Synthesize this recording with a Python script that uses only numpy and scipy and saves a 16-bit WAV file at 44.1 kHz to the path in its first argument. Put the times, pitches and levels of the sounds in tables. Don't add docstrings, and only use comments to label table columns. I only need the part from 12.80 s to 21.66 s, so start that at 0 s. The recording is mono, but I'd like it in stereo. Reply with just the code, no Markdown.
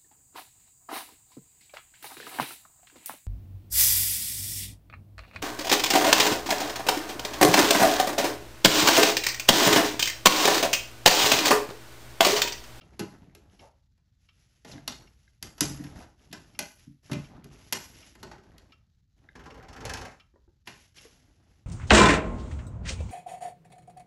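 import sys
import numpy as np
from scipy import signal
from scipy.fft import rfft, irfft, next_fast_len
from scipy.io import wavfile

SR = 44100
rng = np.random.default_rng(int(sys.argv[2]) if len(sys.argv) > 2 else 0)


def inscribe(sig):
    pcm = np.round(np.clip(np.atleast_2d(sig).T, -1, 1) * 32767)
    wavfile.write(sys.argv[1], SR, pcm.astype(np.int16))


N = 390726
TIME = np.arange(N) / SR

# start in seconds, relative level in dB, hardness 0-1,
# relative thump level in dB, resonance of the spot in Hz, boost of that resonance in dB.
KNOCKS = [(0.193, -36.5, 0.71, 15, 900, 3), (0.198, -37.5, 0.54, 10, 330, -7),
          (0.549, -52.5, 0.79, 11.5, 500, 6), (1.176, -76.5, 0.54, 3, 2300, 2),
          (1.847, -48.5, 0.42, 8, 860, 4), (2.0767, -32.5, 0.8, 7.5, 4300, 9.5),
          (2.626, -34.5, 1, 1, 4900, 5.5), (2.779, -48, 0.53, -14.5, 1700, -4.5),
          (2.807, -22, 0.98, 1, 6000, 8), (3.038, -50.5, 0.7, 5, 1700, 7.5),
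          (3.222, -53, 0.2, -9, 750, -20), (3.512, -67.5, 0.6, -27, 3200, 14.5),
          (3.527, -39.5, 0.7, 3.5, 3100, 3), (3.7901, -28, 0.87, 0.5, 760, 3.5),
          (4.296, -55.5, 0, 9, 1300, 11.5), (4.314, -37.5, 0.5, 10, 2650, 5),
          (4.33, -39.5, 0.6, 6.5, 2700, 8), (4.564, -68.5, 0.3, -2.5, 1250, 16.5),
          (4.642, -54, 0.9, 14, 1150, 8.5), (4.9247, -25, 1, 7.5, 1070, 5), (4.93, -28, 0.98, 0, 5500, 4),
          (5.351, -54.5, 0.57, 7.5, 5500, -13), (5.4287, -41.5, 0.52, 3, 910, 0),
          (5.513, -47, 0.15, -6, 700, -3), (5.58, -58, 0.06, 0.5, 900, -9), (5.635, -64, 0.35, 10, 700, -3),
          (5.7803, -56.5, 0.86, -9, 3900, 7), (7.872, -42.5, 0.49, -2.5, 2600, 10)]
# frequency in Hz, density in dB per Hz.
KNOCK_COLOUR = [(100, 6.5), (300, 4), (700, 11.5), (1300, 12), (2300, 5), (3700, -4), (5700, -3.5),
                (8500, 2), (11200, 2.5), (12500, -9.5), (13500, -27.5), (15500, -36)]
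# frequency in Hz, level in dB, t60 in seconds.
PANEL = [(420, -30, .06), (580, -35, .09), (690, -31, .04), (812, -31, .09), (1080, -27, .045),
         (1474, -33, .1), (2126, -26, .035), (2380, -29, .05), (2900, -29, .04), (4213, -28, .018)]
# frequency in Hz, level in dB, t60 in seconds.
CATCH = [(5050, -34, .07), (5503, -22, .04), (5737, -27, .12), (6187, -27, .035), (10580, -26, .07),
         (10790, -19, .035), (11410, -18, .025)]

# start in seconds, relative level in dB, hardness 0-1.
SLIPS = [(6.552, -53, 0.11), (6.592, -56.5, 0), (6.637, -62, 0.2), (6.657, -52, 0.05), (6.702, -58, 0.16),
         (6.742, -57.5, 0), (6.775, -58.5, 0), (6.825, -56, 0.04), (6.883, -52.5, 0.22), (6.928, -52, 0.36),
         (6.962, -51, 0.21), (7.004, -47.5, 0.14), (7.051, -40, 0.6), (7.0936, -40.5, 0.57),
         (7.135, -39, 0.7), (7.171, -45, 0.43), (7.212, -46.5, 0.36), (7.25, -47.5, 0.41),
         (7.312, -59.5, 0.23)]
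# frequency in Hz, density in dB per Hz.
SLIP_COLOUR = [(100, 6.5), (300, 2), (700, 12.5), (1400, 12), (2200, 6.5), (3800, -6), (6000, -1),
               (8500, 4), (11000, 6), (12500, -35), (14000, -10), (16000, -34.5)]
# frequency in Hz, level in dB, t60 in seconds.
HINGE = [(330, -36, .03), (730, -29, .03), (1150, -30, .03), (1570, -29, .05), (2650, -30, .025),
         (5330, -26, .06)]
# time in seconds, relative level in dB.
DRAG = [(6.555, -53), (6.88, -53.5), (7.03, -46), (7.05, -39), (7.14, -38.5), (7.26, -46), (7.3, -55),
        (7.38, -72)]
# frequency in Hz, density in dB per Hz.
DRAG_COLOUR = [(40, -45), (100, -10), (300, -20), (500, 0), (900, -2), (1500, -14), (3000, 6), (5500, -30),
               (9000, -10), (12000, -13.5), (15000, -107)]

# start in seconds, length in seconds,
# relative rub level in dB, relative rustle level in dB.
STROKES = [(0.0, 0.34, -67.5, -98), (0.3, 0.39, -70, -105), (0.693, 0.056, -77, -94.5),
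           (0.782, 0.024, -68, -85.5), (1.387, 0.32, -115, -100.5), (1.55, 0.25, -90, -99.5),
           (1.851, 0.043, -69, -79), (1.891, 0.03, -55, -87), (2.05, 0.19, -66.5, -98),
           (2.284, 0.26, -97, -97.5), (2.613, 0.039, -55, -87), (2.799, 0.025, -46, -68),
           (2.892, 0.22, -58, -84), (3.148, 0.025, -54.5, -79), (3.373, 0.17, -72, -91.5),
           (3.534, 0.33, -71.5, -92), (3.964, 0.033, -78, -83), (4.225, 0.22, -71, -84.5),
           (4.356, 0.3, -64.5, -112), (4.694, 0.2, -66.5, -85), (4.975, 0.3, -68, -79.5),
           (5.38, 0.13, -60.5, -95), (5.62, 0.28, -70, -100), (6.36, 0.16, -74, -103), (8.3, 0.5, -77, -99),
           (7.851, 0.14, -74, -81.5), (8.142, 0.081, -74, -76)]
# frequency in Hz, density in dB per Hz.
RUB_COLOUR = [(60, 5), (150, 2), (300, 0), (500, -8), (800, -3.5), (1500, -15), (4000, -26.5),
              (12000, -60.5)]
# frequency in Hz, density in dB per Hz.
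RUSTLE_COLOUR = [(400, -2.5), (1200, -2), (2800, 4.5), (4000, -4.5), (5500, -0.5), (8000, -6), (10000, -2),
                 (11300, -3.5), (12800, -48), (16000, -50.5)]
# start in seconds, relative level in dB, pitch in Hz,
# time scale of the swell and fade in seconds.
SCUFFS = [(0.816, -62, 700, 0.046), (1.871, -71, 637, 0.14), (1.908, -76, 2100, 0.041),
          (1.914, -60.5, 4730, 0.019), (3.202, -60, 750, 0.026), (5.514, -55, 690, 0.008)]

# start in seconds, relative level in dB,
# length of the push in seconds.
BUMPS = [(0.202, -32.5, 0.0009), (0.409, -40, 0.0051), (0.472, -42.5, 0.0051), (1.949, -41.5, 0.00092),
         (2.105, -41, 0.0055), (2.809, -28.5, 0.00055), (2.896, -37, 0.00072), (2.991, -35, 0.0025),
         (3.04, -42, 0.0015), (3.497, -45.5, 0.0043), (4.068, -40.5, 0.0036), (4.31, -22, 0.004),
         (4.357, -24, 0.0059), (4.575, -49, 0.0027), (4.639, -41.5, 0.0045)]
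# frequency in Hz, level in dB, t60 in seconds.
CASE = [(81, -14, .15), (139, -2, .28), (183, -4, .12), (232, 0, .09), (292, 1, .12), (334, -5, .08),
        (415, -14, .06), (506, -18, .06), (690, -16, .06), (812, -16, .06)]
# start in seconds, level in dB, pitch in Hz.
NUDGES = [(1.857, -46, 470), (7.538, -51, 375), (7.557, -48, 390), (7.677, -53, 340), (8.249, -38.5, 450)]
# multiple of the pitch, level in dB, t60 in seconds.
NUDGE_RING = [(1, 0, .045), (1.58, -9, .03), (2.5, -6, .03), (4.6, -11, .015)]
# start in seconds, relative level in dB.
PIPS = [(1.978, -47.5), (2.4773, -60), (6.488, -47)]
# frequency in Hz, level in dB, t60 in seconds.
FRAME = [(1620, -2, .024), (2080, -4, .028), (3800, -13, .02)]

# frequency in Hz, level in dB under the tick,
# level in dB under the tock, t60 in seconds.
MOVEMENT = [(1320, -1, 2, .03), (2170, 3, -6, .035), (2390, 0, 2, .03), (2740, 5, 5, .04),
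            (3150, -2, 3, .018), (5420, -1, -9, .035)]
# time in seconds, relative level in dB.
BEAT_LEVEL = [(.8, -49.5), (1.5, -53), (2.3, -55), (5.2, -49), (7.4, -48.5), (8.2, -44)]

# frequency in Hz, density in dB per Hz.
RUMBLE_COLOUR = [(20, -30), (35, -8), (48, 0), (75, -4), (110, -6), (200, -18), (500, -42), (3000, -90)]
# frequency in Hz, density in dB per Hz.
AIR = [(60, 6), (110, 0), (200, -12), (450, -20), (1200, -19), (4000, -20), (7000, -25), (11000, -30),
       (13000, -40), (15000, -52)]
# frequency in Hz, t60 in seconds, echo level in dB.
ROOM = [(100, 0.43, 0.5), (298, 0.19, 3), (1179, 0.34, 1), (3500, 0.3, -5.5), (7137, 0.38, -4),
        (13000, 0.6, -14.5)]
# frequency in Hz, phase lag of the right port in radians,
# left-right likeness 0-1, left minus right in dB.
PORTS = [(100, 0, .95, 1), (300, .3, .85, 1), (420, 1.4, .55, 3), (600, 2.8, .35, 5.5), (1050, 3.3, .75, 3),
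         (1400, 4.1, .5, 2), (1850, 3.6, .2, 0), (2400, 3.4, .65, -3), (3200, 4, .5, 0),
         (4100, 6, .45, -.5), (5400, 6.3, .5, 0), (6400, 6.7, .75, -1.7), (7500, 8.3, .7, -.5),
         (8300, 9, .95, -.5), (9500, 9.1, .98, -.5), (12200, 12.5, .98, 0), (13800, 13, .9, .5)]

THUMP_DB, CRACK_DB, CONTACT_T60_S = (7.5, -17), (-29.5, 6), (0.075, 0.014)
CONTACT_RISE_S = 0.0032
SPOT_Q = 4
PANEL_DB, CATCH_DB = -14, -17
MODE_UNEVEN_DB, MODE_DETUNE = 4, .01

SLIP_STRETCH = 1.35
SLIP_SPOT_HZ, SLIP_SPOT_DB = (600, 2800), 6
CREAKS_PER_S, CREAK_SPREAD_DB, CREAK_HZ, CREAK_DB = 160, 4, (350, 2200), -5
GRAIN_CYCLES, GRAIN_TILT_DB = 13, 4.5

STROKE_ATTACK_S, STROKE_RELEASE_S = .03, .06
SCUFF_WIDTH = 1.32
RATTLES_PER_S, RATTLE_DB, RATTLE_SPREAD_DB, RATTLE_BAND_HZ = 120, -1, 2.5, (300, 3000)

FIRST_TOCK_S, FIRST_TICK_S, SWING_S = .009, .792, 1.4776
TOCK_DB = -.5
DROP_CLICK_DB = 29

REST_SWAY_DB, RUB_SWAY_DB, DRAG_SWAY_DB, SWAY_WAVER_DB = -66.5, 1, -4, 1
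AIR_DB = -73
TICK_ROOM_SHARE, THUD_ROOM_SHARE = .4, .6
ECHO_RISE_S, ECHOES_CHANGE_S, ECHO_UNEVEN_DB = .003, .9, 2.7
CUTOFF_HZ = 16500


def door():
    contacts = np.zeros((2, N))
    for s, db, hardness, thump_db, spot_hz, spot_db in KNOCKS:
        hit = blow(hardness, thump_db=thump_db + 4.5, crack_db=8.0, thump_t60=0.081, stretch=0.88)
        add(contacts, s, from_db(db) * wood(boost_spot(hit, spot_hz, spot_db)))
    return from_db(10.0) * colour(contacts, KNOCK_COLOUR)


def blow(hardness, thump_db, crack_db, thump_t60, stretch):
    t60, rise = stretch * between(CONTACT_T60_S, hardness), CONTACT_RISE_S
    high_db = between(CRACK_DB, hardness) + crack_db
    low_db = between(THUMP_DB, hardness) + thump_db
    thump = from_db(low_db) * band(burst(thump_t60, rise), [130, 400], "band")
    clack = band(burst(t60, rise), [420, 2400], "band")
    snap = from_db(high_db / 2 + 11.0) * band(burst(t60, rise), [2500, 5500], "band")
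    crack = from_db(high_db) * band(burst(t60 * .7, rise / 2), 5600, "high")
    return thump + clack + snap + crack


def boost_spot(hit, hz, db):
    spot = signal.lfilter(*signal.iirpeak(hz, SPOT_Q, fs=SR), hit)
    return hit + (from_db(db) - 1) * spot


def wood(contact):
    out = contact
    for modes, db in ((PANEL, PANEL_DB), (CATCH, CATCH_DB)):
        hz, mode_db, t60 = np.transpose(modes)
        detune, uneven = rng.uniform(-1, 1, (2, len(modes)))
        mode_hz = hz * (1 + MODE_DETUNE * detune)
        mode_level = mode_db + MODE_UNEVEN_DB * uneven
        out = out + from_db(db) * ring(contact, zip(mode_hz, mode_level, t60))
    return out


def hinge():
    jerks = np.zeros((2, N))
    for s, db, hardness in SLIPS:
        hit = blow(hardness, thump_db=4.5, crack_db=10.5, thump_t60=0.15, stretch=SLIP_STRETCH)
        spot_hz = np.exp(rng.uniform(*np.log(SLIP_SPOT_HZ)))
        add(jerks, s, from_db(db) * boost_spot(hit, spot_hz, SLIP_SPOT_DB))
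    jerks = colour(jerks, SLIP_COLOUR)
    judder = from_db(9.5) * jerks + from_db(-4.5) * ring(jerks, HINGE)
    starts = np.array(SLIPS)[:, 0]
    latest = np.maximum(np.searchsorted(starts, TIME) - 1, 0)
    since_slip = np.abs(TIME - starts[latest])
    sliding = from_db(-5) * np.exp(-since_slip / .02)
    return judder + sliding * level(DRAG) * friction(DRAG_COLOUR, grain_db=-1.0)


def creak():
    return from_db(CREAK_DB) * level(DRAG) * grains(CREAKS_PER_S, CREAK_SPREAD_DB, CREAK_HZ)


def strokes():
    rub = rustle = 0
    for s, length, rub_db, rustle_db in STROKES:
        swell = np.clip((TIME - s) / STROKE_ATTACK_S, 0, 1)
        fade = np.exp(-np.clip((TIME - s - length) / STROKE_RELEASE_S, 0, 20))
        rub = rub + from_db(rub_db) * swell * fade
        rustle = rustle + from_db(rustle_db) * swell * fade
    return rub, rustle


def hand(rub, rustle):
    skin = friction(RUB_COLOUR, grain_db=4) * from_db(2 * flicker(25))
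    cloth = friction(RUSTLE_COLOUR, grain_db=2.5) * from_db(1.5 * flicker(18))
    stirred = skin + from_db(-36.0) * ring(skin, PANEL)
    return from_db(9.5) * rub * stirred + from_db(27.0) * rustle * cloth


def scuffs():
    out = np.zeros((2, N))
    for s, db, hz, length in SCUFFS:
        t = TIME[:SR // 2] / length
        grit = band(rng.standard_normal((2, len(t))), [hz / SCUFF_WIDTH, hz * SCUFF_WIDTH], "band")
        add(out, s, from_db(db + 33.5) * grit / grit.std() * t * np.exp(-3.5 * t))
    return out


def rattle(rub):
    return from_db(RATTLE_DB) * rub * grains(RATTLES_PER_S, RATTLE_SPREAD_DB, RATTLE_BAND_HZ)


def bumps():
    force = np.zeros((2, N))
    for s, db, length in BUMPS:
        push = np.hanning(max(int(length * SR), 8))
        add(force, s, from_db(db) * push / push.sum() * [[1], [.5]])
    return band(ring(force, CASE), 90, "high")


def nudges():
    out = np.zeros((2, N))
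    for s, db, hz in NUDGES:
        modes = [(hz * ratio, mode_db, t60) for ratio, mode_db, t60 in NUDGE_RING]
        knock = ring(burst(t60=.02, rise=.001), modes)
        add(out, s, from_db(db) * knock / np.abs(knock).max())
    return out


def frame():
    return from_db(9) * ring(taps(PIPS, t60=0.012, rise=0.001), FRAME)


def escapement():
    tick = taps(beats(FIRST_TICK_S, 0), t60=.055, rise=.002)
    tock = taps(beats(FIRST_TOCK_S, TOCK_DB), t60=.08, rise=.002)
    modes = np.array(MOVEMENT)
    rings = ring(tick, modes[:, [0, 1, 3]]) + ring(tock, modes[:, [0, 2, 3]])
    return rings + from_db(DROP_CLICK_DB) * band(tick + tock, [1100, 3500], "band")


def beats(first_s, db):
    times = np.arange(first_s, TIME[-1], SWING_S)
    return zip(times, db + np.interp(times, *np.transpose(BEAT_LEVEL)))


def sway(rub):
    gain = from_db(REST_SWAY_DB) + from_db(RUB_SWAY_DB) * rub + from_db(DRAG_SWAY_DB) * level(DRAG)
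    waver = from_db(SWAY_WAVER_DB * flicker(7))
    return gain * waver * friction(RUMBLE_COLOUR, grain_db=-2.0)


def still_air():
    return from_db(AIR_DB) * friction(AIR, grain_db=3.0)


def room(x):
    out, size = x.copy(), int(ECHOES_CHANGE_S * SR)
    for start in range(0, N, size):
        add(out, start / SR, signal.fftconvolve(x[:, start:start + size], echoes(), axes=1))
    return out


def echoes():
    t, edges, out = TIME[:SR * 3 // 5], np.geomspace(50, 16000, 11), 0
    for low, high in zip(edges, edges[1:]):
        hz = np.sqrt(low * high)
        decay = from_db(-60 * t / at_hz(ROOM, hz)) * (1 - np.exp(-(t / ECHO_RISE_S) ** 2))
        gain = from_db(at_hz(ROOM, hz, axis=2)) / np.sqrt(np.sum(decay ** 2))
        out = out + gain * decay * band(rng.standard_normal((2, len(t))), [low, high], "band")
    uneven = from_db(ECHO_UNEVEN_DB * flicker(500, size=len(t)))
    return out * uneven / np.sqrt(np.mean(uneven ** 2))


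def ports(x):
    size = next_fast_len(N + SR // 10)
    common, apart = rfft(x, size)
    hz = np.arange(len(common)) * SR / size
    alike = np.clip(at_hz(PORTS, hz, axis=2), 0, 1)
    common = common * np.sqrt((1 + alike) / 2)
    apart = apart * np.sqrt((1 - alike) / 2)
    lean = from_db(at_hz(PORTS, hz, axis=3) / 2)
    lag = np.exp(-1j * at_hz(PORTS, hz, axis=1))
    left = (common + apart) * lean
    right = (common - apart) * lag / lean
    return irfft(np.array([left, right]), size)[:, :N]


def burst(t60, rise):
    t = TIME[:SR // 4]
    decay = from_db(-60 * t / max(t60, .002))
    envelope = decay * (1 - np.exp(-t / max(rise, .0001)))
    spectrum = rfft(rng.standard_normal((2, len(t))) * envelope)
    chatter = irfft(spectrum / np.sqrt(np.abs(spectrum)), len(t)) * decay ** .2
    return chatter * np.sqrt(2 * np.sum(envelope ** 2) / np.sum(chatter ** 2))


def taps(rows, t60, rise):
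    out = np.zeros((2, N))
    for s, db in rows:
        contact = burst(t60, rise)
        add(out, s, from_db(db) * contact / np.sqrt(np.sum(contact ** 2) / 2))
    return out


def ring(force, modes):
    out = 0
    for k, (hz, db, t60) in enumerate(modes):
        r, w = from_db(-60 / (t60 * SR)), 2 * np.pi * hz / SR
        poles = [1, -2 * r * np.cos(w), r * r]
        swing = signal.lfilter([0, np.sin(w)], poles, force + 1e-18)
        out = out + (-1) ** k * from_db(db) * swing
    return out


def friction(spectrum, grain_db):
    clumps = np.minimum(flicker(700) + .8 * flicker(60), 1.6)
    x = colour(rng.standard_normal((2, N)) * from_db(grain_db * clumps), spectrum)
    return x / x.std()


def grains(per_s, spread_db, span_hz, count=16):
    total = int(per_s * TIME[-1])
    at, dealt = rng.integers(0, N, total), rng.integers(0, count, total)
    sizes_db = spread_db * np.minimum(rng.exponential(1, total), 3)
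    sizes = from_db(sizes_db) * rng.choice([-1, 1], (2, total))
    out = 0
    for k, hz in enumerate(np.geomspace(*span_hz, count)):
        clicks = np.zeros((2, N))
        clicks[:, at[dealt == k]] = sizes[:, dealt == k]
        tilt_db = GRAIN_TILT_DB * np.log2(hz / span_hz[0])
        out = out + ring(clicks, [(hz, tilt_db, GRAIN_CYCLES / hz)])
    return out / out.std()


def colour(x, spectrum):
    size = 4096
    hz = np.arange(size // 2 + 1) * SR / size
    cepstrum = irfft(np.log(from_db(at_hz(spectrum, hz))))
    cepstrum[1:size // 2] *= 2
    cepstrum[size // 2 + 1:] = 0
    response = irfft(np.exp(rfft(cepstrum)))
    return signal.oaconvolve(x, response[None], axes=1)[:, :N]


def band(x, hz, kind):
    return signal.sosfilt(signal.butter(2, hz, kind, fs=SR, output="sos"), x)


def flicker(per_s, size=N):
    knots = np.arange(0, TIME[size - 1] + 1, 1 / per_s)
    return np.interp(TIME[:size], knots, rng.standard_normal(len(knots)))


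def level(rows, axis=1):
    table = np.array(rows)
    return from_db(np.interp(TIME, table[:, 0], table[:, axis], left=-150, right=-150))


def at_hz(points, hz, axis=1):
    table = np.array(points)
    return np.interp(np.log(np.maximum(hz, 1)), np.log(table[:, 0]), table[:, axis])


def between(ends, hardness):
    return np.interp(hardness, [0, 1], ends)


def from_db(db):
    return 10 ** (np.asarray(db) / 20)


def add(out, s, sound):
    start = max(round(s * SR), 0)
    out[:, start:start + sound.shape[-1]] += sound[:, :N - start]


def scene():
    rub, rustle = strokes()
    ticks, thuds = escapement() + frame(), bumps() + nudges()
    tick_share, thud_share = np.clip([TICK_ROOM_SHARE, THUD_ROOM_SHARE], 0, 1)
    moving_door = door() + rattle(rub) + hinge() + creak() + scuffs()
    roomy = room(moving_door + tick_share * ticks + thud_share * thuds)
    close = (1 - tick_share) * ticks + (1 - thud_share) * thuds + hand(rub, rustle)
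    return ports(roomy + close + sway(rub) + still_air())


def record(dry):
    rounded = .8 * np.tanh(band(dry, 38, "high") / .8)
    return signal.sosfilt(signal.cheby2(12, 60, CUTOFF_HZ, fs=SR, output="sos"), rounded)


dry = scene()
out = record(dry)
inscribe(out)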